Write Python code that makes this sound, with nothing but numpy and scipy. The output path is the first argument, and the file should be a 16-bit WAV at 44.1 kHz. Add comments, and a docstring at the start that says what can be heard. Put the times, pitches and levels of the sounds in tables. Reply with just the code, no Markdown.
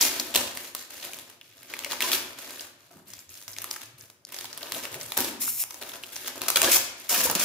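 """Unwrapping a tyre in a tiled room

Hands pull foil and plastic film off a tyre at a table. The wrap crinkles by buckling, creases snap
through, taut film pops, and taped film rips away by stick-slip friction; scissors click once.
Underneath, the tyre rubs and bumps dully and a faint low drone comes and goes.
The bare room reverberates after every burst."""
import sys
import numpy as np
from scipy import signal
from scipy.fft import rfft, irfft, next_fast_len
from scipy.io import wavfile
from scipy.ndimage import uniform_filter1d

SR = 44100
rng = np.random.default_rng(int(sys.argv[2]) if len(sys.argv) > 2 else 0)


def wav_out(sig):
    """Save sig, one row per channel (or a flat mono array), as 16-bit PCM at SR to the path in sys.argv[1]."""
    wavfile.write(sys.argv[1], SR, np.round(np.clip(np.atleast_2d(sig).T, -1, 1) * 32767).astype(np.int16))


N = 328104
TIME = np.arange(N) / SR

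# Grabs at the wrap: t/s, duration/s, crinkle level/dB, foil fizz/dB and fold flap/dB (both re crinkle)
GRABS = [(0, 0.074, -31, -3, -9.5), (0.102, 0.11, -38.5, -1, -7), (0.236, 0.28, -46, -0.5, -5.5),
         (0.337, 0.0778, -34.5, -1.5, -5), (0.537, 0.14, -46.5, 1, -9.5), (0.756, 0.065, -46, 0.5, -11.5),
         (0.893, 0.14, -47, -0.5, -9.5), (1.022, 0.041, -41.5, -2.5, -8), (1.102, 0.11, -50, -0.5, -7.5),
         (1.261, 0.066, -57.5, -2, -6.5), (1.418, 0.12, -59, -4, -15), (1.54, 0.44, -58, -0.5, -6),
         (1.67, 0.43, -47, -4.5, -6), (1.897, 0.025, -36.5, -7, -10), (2.022, 0.094, -33.5, -2, -6),
         (2.122, 0.032, -32.5, 1, -9), (2.193, 0.12, -56, 4, 2), (2.36, 0.29, -47, -1, -8),
         (2.78, 0.11, -63, -1.5, -7), (2.901, 0.09, -62, 1, 2), (3.056, 0.15, -55.5, 2.5, -11),
         (3.285, 0.15, -55, 2.5, -14), (3.476, 0.043, -53.5, 6.5, -9), (3.558, 0.14, -51, -6, -7),
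         (3.702, 0.023, -47.5, 4.5, -12), (3.806, 0.016, -46.5, 0, -10), (3.976, 0.064, -57, 3, -7.5),
         (4.263, 0.061, -53, -3, -9.5), (4.316, 0.13, -47.5, -2, -9.5), (4.484, 0.11, -51, -5, -4),
         (4.596, 0.2, -46.5, -2.5, -4), (4.735, 0.049, -41, 1, -7), (4.819, 0.024, -40, -2, -5),
         (4.911, 0.037, -45.5, 1, -2.5), (4.98, 0.22, -50, 4, -6.5), (5.165, 0.038, -35.5, 1.5, -2),
         (5.214, 0.07, -39.5, 1.5, -10), (5.694, 0.096, -54.5, 3, -3), (5.81, 0.017, -44, -1, -2.5),
         (5.86, 0.035, -45.5, 0.5, -6), (5.933, 0.0072, -42, -0.5, -2), (6.014, 0.112, -54, 3, -4.5),
         (6.105, 0.15, -46.5, 0.5, -11), (6.242, 0.045, -41, -3, -7), (6.353, 0.02, -47.5, 3, 1),
         (6.403, 0.061, -40, -4, -4.5), (6.488, 0.037, -42, -17, -8), (6.554, 0.074, -37.5, 3, -1.5),
         (6.63, 0.037, -26.5, -3.5, -4.5), (6.686, 0.042, -29, 0.5, -18), (6.964, 0.18, -51, 0.5, -9.5),
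         (7.095, 0.16, -34.5, -1.5, -4), (7.287, 0.025, -39.5, -7, 4.5), (7.349, 0.12, -33.5, -10, -5)]


def crinkle(film_db=-.5, foil_db=1, hollow_db=-8):
    """Buckling: the same impulses sound in film, foil and large folds, and excite the tyre's cavity."""
    wrap_spectrum = [(200, -4), (400, 0), (560, 2), (800, 0), (1200, 0), (2200, 0), (3300, 1.5), (4400, 0),
                     (7000, -1), (8200, -4), (11500, 1), (15000, 2), (16000, -2)]  # f/Hz, gain/dB
    cavity_modes = [(275, 60, 2), (335, 60, -1), (528, 30, -1), (595, 50, -2), (690, 90, -4)]  # f/Hz, bandwidth/Hz, relative level/dB
    _, _, level, fizz, flap = np.transpose(GRABS)
    per_s = 1500 * np.maximum(effort(level) / amp(-48), .5) ** .7  # a harder grab buckles more patches
    grains = coloured(buckles(per_s), wrap_spectrum)
    film = evened(band(grains, 1444, 6080, order=3)) * effort(level + film_db)
    foil = evened(band(grains, 6460, 15200, order=3)) * effort(level + fizz + foil_db)
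    folds = evened(band(grains, 432, 1530, order=3))
    hollow = sum(amp(db) * evened(band(grains.mean(0), hz - width / 2, hz + width / 2))
                 for hz, width, db in cavity_modes)
    return film + foil + (folds + evened(hollow) * amp(hollow_db)) * effort(level + flap)


def buckles(per_s, spread_db=2.5, clump_db=4):
    """A clustered Poisson process: small patches buckle in clumps, each at its own resonance."""
    clumps = amp(clump_db * wander(500))
    onsets = np.flatnonzero(rng.random(N) < per_s * clumps / SR)
    sizes = amp(spread_db * np.minimum(rng.exponential(1, len(onsets)), 4))
    sizes *= rng.choice([-1, 1], len(onsets))
    patches = []
    for hz in np.geomspace(600, 13000, 120):
        ring = unit(band(burst(.00084, apart=.57), hz / 1.35, hz * 1.256))
        patches.append(ring * np.sqrt(hz / 5000) + .88 * unit(burst(.00041, apart=.59)))
    out = np.zeros((2, N))
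    for i, size, k in zip(onsets, sizes, rng.integers(0, len(patches), len(onsets))):
        add(out, i / SR, size * patches[k])
    # the hand feeds in work steadily, so a big buckle is paid for by smaller ones around it
    return out / np.sqrt(uniform_filter1d((out ** 2).mean(0), 1500) + 1e-9)


def effort(levels_db, settle_db_per_s=298, ease_db_per_s=6.5, resting_db=-77.5):
    """Incoherent addition: grabs swell, ease and settle, and their powers sum to one gain envelope."""
    power = np.full(N, amp(resting_db) ** 2)
    for (start, length, *_), db in zip(GRABS, levels_db):
        first = max(round(start * SR), 0)
        t = TIME[:min(SR, N - first)]
        attack = np.minimum(t / (.0029 + .08 * length), 1)  # a long grab swells slowly
        eased_db = ease_db_per_s * (np.minimum(t, length) - length / 2)
        settled_db = settle_db_per_s * np.maximum(t - length, 0)
        power[first:first + len(t)] += (attack * amp(db - eased_db - settled_db)) ** 2
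    return np.sqrt(power)


def snaps(ring_s=.00044, crack_s=.0003, gather_s=.0005, run_s=.001):
    """Snap-through: a crease yields in five steps; each cracks and rings the patch it frees."""
    # Creases snapping or yielding to the scissors, and a squeak of the peeling tape at 5.418 s: t/s, ring f/Hz,
    # ring level/dB, crack level/dB
    creases = [(0.0119, 6100, -19, -21.5), (0.0154, 5700, -19.5, -27), (0.021, 4520, -24, -30),
               (0.0518, 6430, -26.5, -26), (.083, 6200, -30, -29), (0.198, 5500, -23, -28),
               (.2005, 5050, -31, -30.5), (0.3418, 3170, -32, -31), (0.3496, 2920, -26, -21.5),
               (0.3578, 3200, -21, -15), (0.362, 3600, -21.5, -15.5), (0.3758, 3080, -26, -23),
               (0.4754, 2786, -37, -37), (0.573, 9700, -39, -29.5), (0.6514, 6250, -51, -40),
               (0.7499, 11600, -29.5, -29.5), (0.751, 1093, -41.5, -33), (.9069, 6000, -49, -49),
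               (1.0455, 2960, -48, -37), (1.0507, 2800, -43, -34), (1.1341, 2734, -39, -35),
               (1.1442, 6000, -43, -41), (1.188, 4004, -55, -36.5), (1.2993, 1500, -55, -42.5),
               (1.413, 2903, -41.5, -51), (1.6313, 3040, -56, -43), (1.738, 2340, -32, -35),
               (1.791, 5656, -40, -29.5), (1.8375, 2504, -38, -40), (1.8465, 2474, -29.5, -28),
               (1.8611, 2410, -38, -47), (1.9123, 4027, -37, -31.5), (1.9198, 3650, -31, -25),
               (1.9315, 1070, -30.5, -31), (2.0062, 2230, -28.5, -23), (2.0127, 2516, -37, -25),
               (2.0215, 2893, -32, -21.5), (2.025, 3120, -25.5, -25), (2.1174, 3250, -27, -20),
               (2.132, 3600, -21, -24), (2.1488, 3500, -26, -34), (2.332, 5000, -53, -44),
               (2.3881, 3700, -56, -34.5), (2.5068, 5070, -55, -35.5), (2.595, 3566, -34.5, -46),
               (2.608, 5543, -38, -34.5), (3.1032, 6494, -47, -48), (3.1356, 5760, -40, -40.5),
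               (3.1913, 6136, -42.5, -49), (3.293, 6100, -47, -53), (3.319, 5960, -55, -49),
               (3.3417, 6000, -46, -50), (3.3539, 6000, -50, -46), (3.3745, 5500, -50, -43.5),
               (3.4154, 9000, -51, -46), (3.425, 5994, -53, -44), (3.4799, 5450, -37.5, -35),
               (3.532, 5350, -39.5, -51), (3.565, 2793, -42, -41), (3.576, 2000, -52, -42),
               (3.5854, 5400, -33.5, -31), (3.6184, 11920, -34.5, -32), (3.6429, 1090, -39, -29),
               (3.708, 6010, -45, -42), (3.7117, 5200, -30, -28.5), (3.74, 5500, -41, -39),
               (3.762, 1540, -39, -34.5), (3.8172, 1790, -50, -38.5), (3.835, 9000, -45, -45),
               (3.8573, 6010, -51, -53), (4.01, 6097, -44, -60.5), (4.1, 4100, -53, -44.5),
               (4.3229, 3344, -44, -35.5), (4.344, 6510, -38, -33.5), (4.365, 4995, -46, -35),
               (4.3875, 4194, -38, -32.5), (4.41, 4000, -44, -34), (4.4442, 835, -42, -34),
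               (4.455, 3445, -41, -36), (4.5295, 5430, -40, -36), (4.5763, 9315, -37, -32.5),
               (4.6297, 3654, -34, -36), (4.67, 3540, -42, -47), (4.7212, 3770, -30, -25.5),
               (4.7466, 3550, -35, -44), (4.8533, 3130, -35.5, -29.5), (4.9433, 13150, -37, -31.5),
               (5.012, 6200, -35.5, -36), (5.017, 3970, -41, -39), (5.031, 9000, -38, -42),
               (5.063, 9100, -44, -47), (5.1202, 3900, -34, -27), (5.171, 3500, -31, -25),
               (5.176, 11500, -24, -17.5), (5.1876, 10450, -38, -22.5), (5.205, 12100, -23, -22.5),
               (5.212, 10550, -37, -28), (5.2463, 4020, -32, -26), (5.418, 8500, -36, -44),
               (5.478, 1303, -35.5, -36.5), (5.638, 10700, -31, -32), (5.7077, 5860, -38, -34),
               (5.744, 6154, -43, -35), (5.813, 4000, -45, -49), (5.8248, 3530, -38, -35),
               (5.8345, 3502, -42, -40), (5.894, 3563, -40.5, -40), (5.918, 3520, -42, -43),
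               (5.957, 3500, -47, -44), (6.0364, 3161, -35, -36), (6.1593, 6540, -34, -38),
               (6.164, 5990, -39, -29.5), (6.27, 4003, -39, -35), (6.2759, 6430, -31, -31.5),
               (6.2805, 6960, -34, -29), (6.2904, 5002, -48, -42), (6.3792, 3500, -55, -35.5),
               (6.418, 12700, -39, -24), (6.4833, 11090, -33, -19), (6.486, 1490, -30.5, -19.5),
               (6.4894, 9120, -33, -24), (6.5026, 11900, -29, -17), (6.5591, 3794, -18, -15.5),
               (6.5614, 3870, -25, -20), (6.5693, 3150, -28, -15.5), (6.5716, 3150, -31, -17),
               (6.618, 2600, -36, -13), (6.6304, 2760, -27, -17.5), (6.6365, 6000, -31, -26),
               (6.645, 3980, -26, -21), (6.7683, 5680, -25, -18), (7, 11020, -42, -48),
               (7.299, 6050, -27, -22), (7.313, 11600, -23, -23.5), (7.352, 6526, -25, -20)]
    cracks, rings = np.zeros((2, 2, N))
    span = np.sqrt(.004 * SR)  # unit energy to unit rms over 4 ms
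    for s, hz, ring_db, crack_db in creases:
        delays = np.append(0, run_s * (rng.exponential(2, 4) - 1)) - gather_s / 2
        sizes = np.append(1, amp(-9 + 2 * rng.standard_normal(4)))
        for delay, size in zip(delays, sizes / np.linalg.norm(sizes)):
            pitch = hz * np.exp(.021 * rng.standard_normal())  # each step frees a different patch
            patch = unit(band(burst(ring_s, rise_s=gather_s), pitch / 1.19, pitch * 1.19))
            edge = unit(band(burst(crack_s, rise_s=gather_s), min(hz / 2, 700), 19400, order=1))
            add(rings, s + delay, span * size * amp(ring_db + 1) * patch)
            add(cracks, s + delay, span * size * amp(crack_db) * edge)
    return cracks, rings


def stick_slip(pulls, trim_db=-1.5, strip_db=4):
    """Stick-slip friction: one tick a slip, so even slips zip and uneven ones shred and catch."""
    tape_spectrum = [(300, -16), (1000, -8), (3000, -3), (3900, -7), (5200, -1.5), (7000, 0), (8200, -3),
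                     (11000, 0), (14000, 1), (16000, -1)]  # f/Hz, gain/dB
    out = np.zeros((2, N))
    catches = wander(260)
    sway = evened(uniform_filter1d(wander(4000), 4000))
    impulse = np.eye(2, 512)
    clean = unit(band(impulse, 8000, 18000, order=1) + band(impulse, 10000, 16000, order=1))
    for times, *curves in pulls:
        now = times[0]
        while now < times[-1]:
            per_s, db, rough, ring_hz = (np.interp(now, times, curve) for curve in curves)
            i = min(int(now * SR), N - 1)
            frayed = unit(burst(.00032 + .0022 * rough))  # a ragged slip lasts longer
            db += rough * (3 * rng.standard_normal() + 3 * catches[i] + 7)
            strip = unit(band(frayed, ring_hz / 1.75, ring_hz * 1.42, order=1)) * rough * amp(strip_db)
            shred = (amp(-14) + 2 * rough) * frayed
            tick = unit(clean + shred + strip) * amp(db + trim_db) * np.sqrt(SR / per_s)
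            add(out, now, tick)
            # comb filtering: the reflection off the tyre shifts as the torn strip sways
            echo_s = .00063 * np.exp(2 * rough ** 2 * (1 + .5 * sway[i]))
            add(out, now + round(echo_s * SR) / SR, -min(.25 + .5 * rough, .8) * tick)
            now += np.exp(rough * rng.standard_normal() - rough ** 2 / 2) / per_s
    return coloured(out, tape_spectrum)


def tears(attack_s=.005, sag=.25):
    """Fracture at steady speed: the resonance of the freed strip falls as it lengthens."""
    # Ragged tears: t/s, duration/s, slip rate/Hz, base level/dB, unevenness (0-1), strip f/Hz
    runs = [(.009, 0.027, 2560, -22, 0.53, 5500), (0.037, 0.042, 2080, -27.5, 0.49, 4760),
            (2.125, .012, 2400, -24, 0.47, 3680), (2.147, .008, 2430, -27, .45, 3590),
            (6.712, 0.0093, 2360, -16, 0.39, 6200), (6.723, .042, 2400, -18.5, .4, 6160),
            (7.091, .044, 1080, -25.5, 0.51, 7100), (7.138, 0.023, 1460, -22.5, .55, 2399),
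            (7.17, .046, 800, -26.5, .55, 5560), (7.233, .028, 900, -23.5, .5, 10420),
            (7.351, .011, 1600, -26, 0.49, 4500), (7.392, 0.07, 920, -25.5, 0.57, 5230)]
    pulls = []
    for start, length, per_s, db, uneven, ring_hz in runs:
        edge = min(attack_s, length / 2)
        t = np.array([0, edge, length, length + edge / 2])
        levels = db + np.array([-6, 0, 0, -6])
        pitches = ring_hz * (1 - sag * t / length)
        pulls.append((start + t, np.full(4, per_s), levels, np.full(4, uneven), pitches))
    return stick_slip(pulls)


def peel(tighten_db_per_s=26, ring_hz=(8500, 14000)):
    """Peeling adhesive: power follows the slip rate, and power and pitch rise with the tension."""
    # Tape that races, nearly stalls and races again: t/s, slip rate/Hz, unevenness (0-1)
    course = [(5.398, 1100, .45), (5.415, 1000, .42), (5.448, 800, .36), (5.463, 420, .36),
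              (5.478, 1250, .05), (5.502, 1600, .08), (5.509, 340, .02), (5.565, 215, .06),
              (5.586, 280, .1), (5.602, 1030, .06), (5.624, 900, .05), (5.633, 250, .1)]
    s, per_s, uneven = np.transpose(course)
    db = -27.5 + 10 * np.log10(per_s / 1260) + tighten_db_per_s * (s - s[0])
    db[0] -= 14  # the peel eases in
    return stick_slip([(s, per_s, db, uneven, np.interp(s, s[[0, -1]], ring_hz))])


def pops(rise_s=.0021, sag=.037, overtone_ratio=1.9):
    """Membrane vibration: taut film lets go with a crunch and a note that sags as it slackens."""
    spans = [(1.092, 770, -37, .025), (1.862, 585, -33.5, 0.039), (2.039, 1020, -31, 0.077),
             (2.91, 700.2, -51, 0.088), (4.762, 636.7, -34.5, 0.043), (6.559, 558, -24.5, 0.04),
             (6.569, 1520, -27, .06), (6.63, 651, -26, 0.071), (6.636, 1127, -23, 0.052),
             (6.642, 547.6, -26.5, 0.053), (6.67, 524, -28, .07), (6.674, 1684, -23, .07),
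             (6.679, 334, -27.5, 0.053), (6.686, 543, -23.5, 0.049), (6.752, 787.6, -34, 0.097),
             (6.768, 900.4, -33.5, 0.082), (7.116, 726, -33, 0.098), (7.138, 729.3, -32, .12),
             (7.145, 1750, -29.5, 0.056), (7.18, 230, -36, 0.067), (7.252, 502.5, -30, 0.12),
             (7.269, 945, -28, 0.075), (7.297, 871.7, -23, 0.032), (7.356, 204, -33, 0.065)]  # Spans of film: t/s, f/Hz, level/dB, T60/s
    out, t = np.zeros((2, N)), TIME[:SR // 5]
    for s, hz, db, t60 in spans:
        pitch = hz * (1 - sag * np.minimum(t / t60, 1))
        phase = 2 * np.pi * (np.cumsum(pitch) / SR + rng.random())
        note = np.sqrt(2) * (np.sin(phase) + amp(-10) * np.sin(overtone_ratio * phase))
        crunch = amp(-6) * evened(band(rng.standard_normal((2, len(t))), hz / 1.4, hz * 3.7))
        add(out, s, (note + crunch) * np.minimum(t / rise_s, 1) * amp(db - 60 * t / t60))
    return out


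def snip(at_s=4.2503, hz=5000, db=-37):
    """Impact of steel scissor blades: three heavily damped partials make one dry click."""
    t = TIME[:400] - .0007
    phase = 2 * np.pi * hz * t
    click = np.exp(-abs(t) / .00028) * (np.cos(phase) + .4 * np.sin(1.3 * phase))
    click += np.exp(-abs(t) / .0001) * np.sin(2.1 * phase)
    out = np.zeros((2, N))
    add(out, at_s, unit(np.array([click, np.roll(click, 1)])) * amp(db) * np.sqrt(.004 * SR))
    return out


def tyre(rise_s=.0084):
    """Friction and damped impact: rubber rubs on the wrap as the large folds move, and bumps dully."""
    rub_spectrum = [(40, -30), (75, -6), (110, -5), (160, -9), (215, -6), (280, 1), (340, 0), (420, -3),
                    (540, -2), (700, -7), (1000, -35), (2000, -70)]  # f/Hz, gain/dB
    bumps = [(.02, -45, 327, 0.91), (0.029, -52, 80, 0.27), (.37, -50, 85, 0.14), (.2, -46, 325, 0.44),
             (.36, -41, 258, 0.18), (1.08, -57, 140.9, .3), (2.129, -46, 430, 0.35), (2.92, -58, 139, 0.46),
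             (2.945, -52.5, 264.9, 0.38), (4.62, -48, 520.4, 0.3), (4.735, -48, 175.3, 0.23),
             (4.76, -39, 599.6, 0.13), (4.95, -44, 589.8, 0.3), (4.955, -49, 176, .25),
             (5.179, -43, 115, 0.21), (5.185, -32, 317, 0.22), (5.23, -37.5, 299.9, 0.25),
             (5.309, -39.5, 288.3, 0.35), (6.369, -32.5, 483, 0.049), (6.639, -39, 110, 0.17),
             (6.726, -34, 85, 0.085), (6.772, -42, 76.04, 0.052), (7.16, -37.5, 190, 0.18),
             (7.25, -35, 84.95, 0.1), (7.28, -40, 166, .2), (7.352, -41, 178, 0.25)]  # t/s, level/dB, f/Hz, T60/s
    _, _, level, _, flap = np.transpose(GRABS)
    rubbing = effort(-59.5 + .75 * (level + flap + 53), settle_db_per_s=125)
    strokes = amp(.77 * wander(900))
    out = evened(coloured(diffuse_noise(N), rub_spectrum)) * strokes * rubbing
    t = TIME[:SR // 2]
    for s, db, hz, t60 in bumps:
        body = evened(band(diffuse_noise(len(t)), hz / 1.45, hz * 1.21, order=3))
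        add(out, s, body * amp(db - 60 * t / t60) * np.minimum(t / rise_s, 1))
    return out


def room(x, tail_db=-5):
    """Reverberation: early reflections off table and wall, then a tail that dies first in the treble."""
    decay_times = [(100, 0.87), (400, 0.655), (1000, 0.81), (3000, 0.67), (7000, 0.47), (15000, 0.3)]  # f/Hz, T60/s
    hz, t, spectrum = signal.stft(diffuse_noise(SR), SR, nperseg=256)
    fade_db = -60 * t / read(decay_times, hz)[:, None]
    tail = signal.istft(spectrum * amp(fade_db), SR, nperseg=256)[1]
    tail *= np.clip((TIME[:tail.shape[1]] - .004) / .0078, 0, 1)
    response = amp(tail_db) * unit(tail)
    for delay_s, size in [(.0013, .64), (.0032, 1), (.0096, .57), (.0172, .56)]:
        add(response, delay_s, amp(-15) * size * unit(burst(.0001)))
    return signal.fftconvolve(x, response, axes=1)[:, :N]


def drone(trim_db=-3, waver_hz=22):
    """Random modulation of frequency and amplitude roughens a low tone that swells and fades."""
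    swells = [(3.075, 0.18, 99.8, -62), (3.261, .11, 98.15, -59), (3.42, 0.34, 99.9, -58),
              (3.78, 0.34, 112.3, -57), (4.39, 0.16, 110.5, -60), (4.62, .22, 110.1, -57),
              (4.87, 0.29, 115, -48.5), (5.36, 0.34, 115.3, -59)]  # t/s, duration/s, f/Hz, relative level/dB
    lowpass = signal.butter(2, waver_hz, fs=SR, output="sos")
    waver = evened(signal.sosfilt(lowpass, rng.standard_normal(N)))
    starts, lengths, pitches, _ = np.transpose(swells)
    hz = np.interp(TIME, starts + lengths / 2, pitches) * (1 + .1 * waver)
    tone = np.sin(2 * np.pi * np.cumsum(hz) / SR) * (1 + .5 * waver[::-1])
    arches = sum(amp(db) * np.sin(np.pi * np.clip((TIME - s) / length, 0, 1))
                 for s, length, _, db in swells)
    return evened(tone) * arches * amp(trim_db)


def still_air(db=-72):
    """Ambient noise: a steady diffuse field, strongest in the bass."""
    ambient_spectrum = [(25, -26), (60, -14), (100, 18), (200, 6), (500, -17), (1500, -24), (5000, -37),
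                        (16000, -40.5)]  # f/Hz, gain/dB
    return amp(db) * evened(coloured(diffuse_noise(N), ambient_spectrum))


def diffuse_noise(length):
    """Spatial coherence: a diffuse field at two points is alike in the bass, apart in the treble."""
    coherence = [(30, 0.12), (70, 0.58), (130, 0.97), (300, 0.92), (700, 0.78), (1500, 0.07), (4000, 0),
                 (15000, 0.3)]  # f/Hz, correlation (0-1)
    size = next_fast_len(length)
    a, b = rfft(rng.standard_normal((2, length)), size)
    same = read(coherence, np.fft.rfftfreq(size, 1 / SR))
    return irfft(np.array([a, same * a + np.sqrt(1 - same ** 2) * b]), size)[:, :length]


def burst(decay_s, apart=.13, rise_s=0):
    """Two-stage decay: a stereo noise transient dies at once and leaves a faint shiver."""
    t = TIME[:512]
    shared, left, right = rng.standard_normal((3, len(t)))
    lag = rng.integers(-3, 4)  # arrival difference in samples: each burst has its own direction
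    pair = np.array([shared + apart * left, np.roll(shared, lag) + apart * right])
    rise = np.minimum((t + 1 / SR) / (rise_s + 1 / SR), 1) ** 2
    return pair * rise * (np.exp(-t / decay_s) + .16 * np.exp(-t / (5 * decay_s)))


def coloured(x, points):
    """Minimum-phase filtering by a spectrum table: clicks keep their sharp front."""
    log_gain = np.log(amp(read(points, abs(np.fft.fftfreq(2048, 1 / SR)))))
    taps = np.fft.ifft(np.exp(np.conj(signal.hilbert(log_gain)))).real
    return signal.oaconvolve(x, taps[None], axes=1)[:, :x.shape[1]]


def band(x, lo_hz, hi_hz, order=2):
    """Causal band-pass."""
    edges = [lo_hz, min(hi_hz, SR / 2 - 1000)]
    return signal.sosfilt(signal.butter(order, edges, "band", fs=SR, output="sos"), x)


def wander(samples):
    """Slow fluctuation: a moving average of noise, at rms 1."""
    return evened(uniform_filter1d(rng.standard_normal(N), samples))


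def read(points, hz):
    """Interpolates a table over log frequency."""
    f, value = np.transpose(points)
    return np.interp(np.log(hz + 1), np.log(f), value)


def amp(db):
    """Decibels to gain."""
    return 10 ** (np.asarray(db) / 20)


def evened(x):
    """Scales to rms 1."""
    return x / np.sqrt(np.mean(x ** 2) + 1e-20)


def unit(x):
    """Scales a stereo sound to mean energy 1 a channel."""
    return x / np.sqrt(np.sum(x ** 2) / 2 + 1e-20)


def add(mix, s, sound):
    """Superposes a stereo sound at s seconds."""
    part = mix[:, max(round(s * SR), 0):][:, :sound.shape[1]]
    part += sound[:, :part.shape[1]]


def scene():
    """Directivity: sources that beam their sound excite the room less than those that spread it."""
    cracks, rings = snaps()
    wide = cracks + tears() + crinkle() + tyre()
    beamed = rings + peel() + pops() + snip()
    echo = room(wide + amp(-8) * beamed)
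    balance = amp([[.5], [-.5]])
    return (wide + beamed + echo + still_air() + drone()) * balance


def record(dry):
    """Clipping at full scale, then a low-pass band limit."""
    taps = signal.firwin(255, 15650, window=("kaiser", 8), fs=SR)
    return signal.oaconvolve(np.clip(dry, -1, 1), taps[None], "same")


dry = scene()
out = record(dry)
wav_out(out)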